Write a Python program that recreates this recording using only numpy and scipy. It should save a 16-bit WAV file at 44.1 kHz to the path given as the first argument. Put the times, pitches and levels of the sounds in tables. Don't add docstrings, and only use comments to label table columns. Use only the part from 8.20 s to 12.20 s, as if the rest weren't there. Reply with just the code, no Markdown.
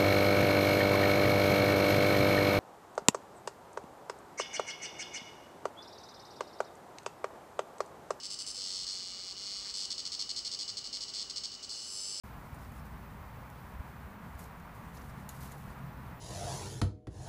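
import sys
import numpy as np
from scipy import signal
from scipy.fft import rfft, irfft
from scipy.io import wavfile

SR = 44100
rng = np.random.default_rng(int(sys.argv[2]) if len(sys.argv) > 2 else 0)


def wav_record(signal):
    frames = np.transpose(np.atleast_2d(signal))
    bounded = np.clip(frames, -1, 1)
    quanta = np.round(bounded * 32767).astype(np.int16)
    wavfile.write(sys.argv[1], SR, quanta)


N = 176400
LEAD = SR // 10
TIME = np.arange(-LEAD, N) / SR
CLICK_SAMPLES = 512


def from_db(db):
    return 10 ** (np.asarray(db) / 20)


def curve(rows):
    return np.interp(TIME, *np.transpose(rows))


# (frequency [Hz], relative spectral level [dB])
AIR_SPECTRUM = [(20, -17), (30, -24), (42, 5.5), (80, 1), (150, 1), (300, 0), (600, -2), (950, -5),
                (1180, -1), (1700, -9.5), (2600, -7), (2780, -2.5), (2930, 10.5), (3250, -8), (4600, 5),
                (7500, -6), (10000, -29), (13000, -42), (15500, -18)]
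def ventilation(rms_db=-51.5, top_hz=14000):
    hz, db = np.transpose(AIR_SPECTRUM)
    freqs = np.maximum(np.fft.rfftfreq(len(TIME), 1 / SR), 1)
    colour = from_db(np.interp(np.log(freqs), np.log(hz), db))
    air = irfft(rfft(rng.standard_normal(len(TIME))) * colour, len(TIME))
    air = signal.sosfilt(signal.butter(6, top_hz, fs=SR, output="sos"), air)
    return from_db(rms_db) * air / air.std()


# (frequency [Hz], rms level [dB])
HUM_TONES = [(247.6, -74.5), (398.4, -73.5), (791.3, -76), (1141, -76)]
def appliance(whine_hz=15618, whine_db=-81.5):
    return sum(np.sqrt(2) * from_db(db) * np.sin(2 * np.pi * (hz * TIME + rng.random()))
               for hz, db in [*HUM_TONES, (whine_hz, whine_db)])


# (centre time [s], duration [s], level [dB])
PAW_SCUFFS = [(0.687, 0.066, -63), (.99, .04, -65), (1.47, 0.066, -59.5)]
def paw_scuffs(band_hz=(900, 2660)):
    band = signal.butter(2, band_hz, "band", fs=SR, output="sos")
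    fibres = signal.sosfilt(band, rng.standard_normal(len(TIME)))
    swells = sum(from_db(db) * np.exp(-2 * ((TIME - centre) / duration) ** 2)
                 for centre, duration, db in PAW_SCUFFS)
    return fibres / fibres.std() * swells


# (time [s], frequency [Hz], level [dB], 60 dB decay time [s])
PAW_KNOCKS = [(.375, 492, -50.5, .12), (1.37, 42.7, -51, 0.21), (2.5, 110, -47.5, 0.12)]
def paw_knocks():
    out = 0
    for start, hz, db, t60 in PAW_KNOCKS:
        age = np.maximum(TIME - start, 0)
        attack = np.minimum(age * hz / 2, 1)
        out += attack * from_db(db - 60 * age / t60) * np.sin(2 * np.pi * hz * age)
    return out


def reflections(sound, t60_s, delay_s):
    t = np.arange(SR // 2) / SR
    tail = rng.standard_normal(len(t)) * from_db(-60 * t / t60_s) * (t > delay_s)
    return signal.fftconvolve(sound, tail / np.linalg.norm(tail))[:len(sound)]


def minimum_phase(spectra_db):
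    cepstrum = irfft(np.log(from_db(spectra_db)))
    fold = 1 + np.sign(CLICK_SAMPLES / 2 - np.arange(CLICK_SAMPLES))
    fold[0] = 1
    return irfft(np.exp(rfft(cepstrum * fold)))


def resonances(modes, freqs, click_count, spread_db=1.3):
    hz, width, db = np.transpose(modes)
    detuning = 2 * (freqs - hz[:, None]) / width[:, None]
    peaks = from_db(db[:, None]) ** 2 / (1 + detuning ** 4)
    excitation = from_db(rng.normal(0, spread_db, (click_count, len(hz)))) ** 2
    return excitation @ peaks / peaks.sum(0).mean()


# (frequency [Hz], bandwidth [Hz], relative level [dB])
PINNED_MODES = [(2430, 940, -23.5), (3634, 630, -9), (4345, 420, 1.5), (4865, 460, 2.5), (5345, 420, -1.5),
                (6030, 280, -3.5), (6610, 400, -8), (7806, 990, -10), (9180, 300, -22), (10100, 860, -29),
                (11500, 690, -38.5)]
LOOSE_MODES = [(3450, 1120, -21), (4580, 480, -5), (5230, 480, -1.5), (6156, 270, -2.5), (7560, 560, -2),
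               (8600, 840, -6), (9540, 480, -14), (10570, 1200, -18), (12000, 1600, -32)]
# (time [s], looseness [0 pinned to 1 loose])
LOOSENESS = [(0, 0.6), (.33, 0.74), (.41, 0.16), (.7, 0), (1.45, 0), (1.58, 0.2), (1.7, .02), (3.35, 0.05),
             (3.55, 0.06), (3.72, .95), (4.0, 0.91)]
# (time [s], spectral slope [dB/octave])
TURNING_SLOPE = [(0, -5.5), (.55, 1), (.95, 0), (1.3, -0.5), (1.6, -0.5), (2.0, -1), (2.7, -1), (3.2, -1.5),
                 (3.5, 4), (4.0, -6)]
def hollow_body(times, gains, rib_slopes, pivot_hz=4500, bounce_s=.0009, bounce_db=-9):
    freqs = np.maximum(np.fft.rfftfreq(CLICK_SAMPLES, 1 / SR), 20)
    looseness = np.interp(times, TIME, curve(LOOSENESS))[:, None]
    pinned = resonances(PINNED_MODES, freqs, len(times))
    loose = resonances(LOOSE_MODES, freqs, len(times))
    power = pinned ** (1 - looseness) * loose ** looseness
    slopes = rib_slopes + np.interp(times, TIME, curve(TURNING_SLOPE))
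    octaves = np.log2(np.maximum(freqs / pivot_hz, .5))
    rings = minimum_phase(10 * np.log10(power) + slopes[:, None] * octaves)
    bounce_gain = from_db(bounce_db) * (1 - looseness[:, 0])
    out = np.zeros(len(TIME) + SR)
    for delay, path_gain in ((0, 1), (bounce_s, bounce_gain)):
        onsets = np.round(times * SR).astype(int) + LEAD + round(delay * SR)
        for onset, gain, ring in zip(onsets, path_gain * gains, rings):
            out[onset:onset + CLICK_SAMPLES] += gain * ring
    return out[:len(TIME)]


# (start [s], strokes [count], stroke rate [Hz], level [dB])
SHORT_BURSTS = [(-.06, 4, 130, -34.5), (0.0326, 4, 98, -38), (0.1023, 5, 102, -37.5), (0.189, 4, 102, -37),
                (.264, 6, 107, -37.5), (1.54, 12, 99, -37), (1.7035, 3, 99, -35.5), (1.78, 3, 99, -37.5),
                (1.852, 3, 98, -37.5), (1.919, 4, 104, -37), (1.9923, 4, 103, -36), (2.0918, 3, 105, -36),
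                (2.1628, 4, 118, -35.5), (2.2482, 4, 114, -37), (2.315, 4, 97, -37), (2.39, 5, 106, -37.5),
                (2.479, 3, 105, -38), (2.5699, 3, 121, -37), (2.642, 4, 104, -41.5), (2.7285, 5, 100, -38),
                (2.807, 4, 111, -38.5), (2.8811, 3, 112, -42.5), (2.9373, 10, 105, -38.5),
                (3.0978, 2, 114, -36.5), (3.1601, 3, 104, -36.5), (3.236, 3, 122, -36.5),
                (3.317, 4, 95, -45.5), (3.428, 3, 117, -42.5)]
# (start [s], end [s], stroke rate [Hz], ribs per stroke [count])
LONG_BUZZES = [(0.3456, .397, 97.5, 3), (0.3963, .655, 93.8, 3), (0.666, .737, 96, 3),
               (0.7392, 1.132, 91.6, 2), (1.167, 1.52, 100, 2), (3.493, 3.694, 112, 3),
               (3.701, 4.007, 99, 3)]
# (time [s], level [dB])
BUZZ_EFFORT = [(.35, -41), (.42, -39), (.55, -38.5), (.64, -40), (.71, -38), (.76, -43), (1.0, -45.5),
               (1.1, -42.5), (1.17, -44.5), (1.33, -41), (1.44, -43.5), (1.5, -41), (3.5, -42),
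               (3.57, -43.5), (3.68, -44.5), (3.78, -40), (4.0, -38.5)]
# (delay [s], relative level [dB], spectral slope [dB/octave])
THREE_RIB_STROKE = [(0, -4.5, 1.5), (.0019, .5, .5), (.005, 0, -.5)]
TWO_RIB_STROKE = [(0, .5, -6), (.0044, -1, 4)]
def tymbal(jitter_s=.00003, spread_db=.7):
    runs, clicks = [], []
    for start, strokes, rate, db in SHORT_BURSTS:
        starts = start + np.arange(strokes) / rate
        runs.append((starts, np.full(strokes, db), rate, THREE_RIB_STROKE))
    for start, end, rate, rib_count in LONG_BUZZES:
        starts = start + np.arange(round((end - start) * rate)) / rate
        levels = np.interp(starts, TIME, curve(BUZZ_EFFORT))
        runs.append((starts, levels, rate, TWO_RIB_STROKE if rib_count == 2 else THREE_RIB_STROKE))
    for starts, levels, rate, ribs in runs:
        delays, rib_db, slopes = np.transpose(ribs)
        shares = from_db(rib_db) / np.linalg.norm(from_db(rib_db)) * np.sqrt(SR / rate)
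        for start, db in zip(starts, levels):
            stroke_time = start + rng.normal(0, jitter_s)
            times = stroke_time + delays + rng.normal(0, jitter_s, len(ribs))
            gains = shares * from_db(db + rng.normal(0, spread_db, len(ribs)))
            clicks += zip(times, gains, slopes)
    return np.transpose(clicks)


# (time [s], gain [dB])
CAT_SHADOW = [(3.45, 0), (3.75, -3), (4.0, -2)]
def cicada(gain_db=-1.49, walls_db=-5.5):
    buzz = from_db(gain_db) * hollow_body(*tymbal())
    direct_gain = from_db(curve(CAT_SHADOW))
    furniture = reflections(buzz * np.sqrt(1 - direct_gain ** 2), t60_s=.049, delay_s=0)
    walls = from_db(walls_db) * reflections(buzz, t60_s=.39, delay_s=.0065)
    return buzz * direct_gain + furniture + walls


def scene():
    mix = cicada() + paw_knocks() + paw_scuffs() + ventilation() + appliance()
    return mix[None, LEAD:]


def record(dry):
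    cutoff_hz = 15900
    return signal.sosfilt(signal.ellip(12, .1, 80, cutoff_hz, fs=SR, output="sos"), dry)


dry = scene()
out = record(dry)
wav_record(out)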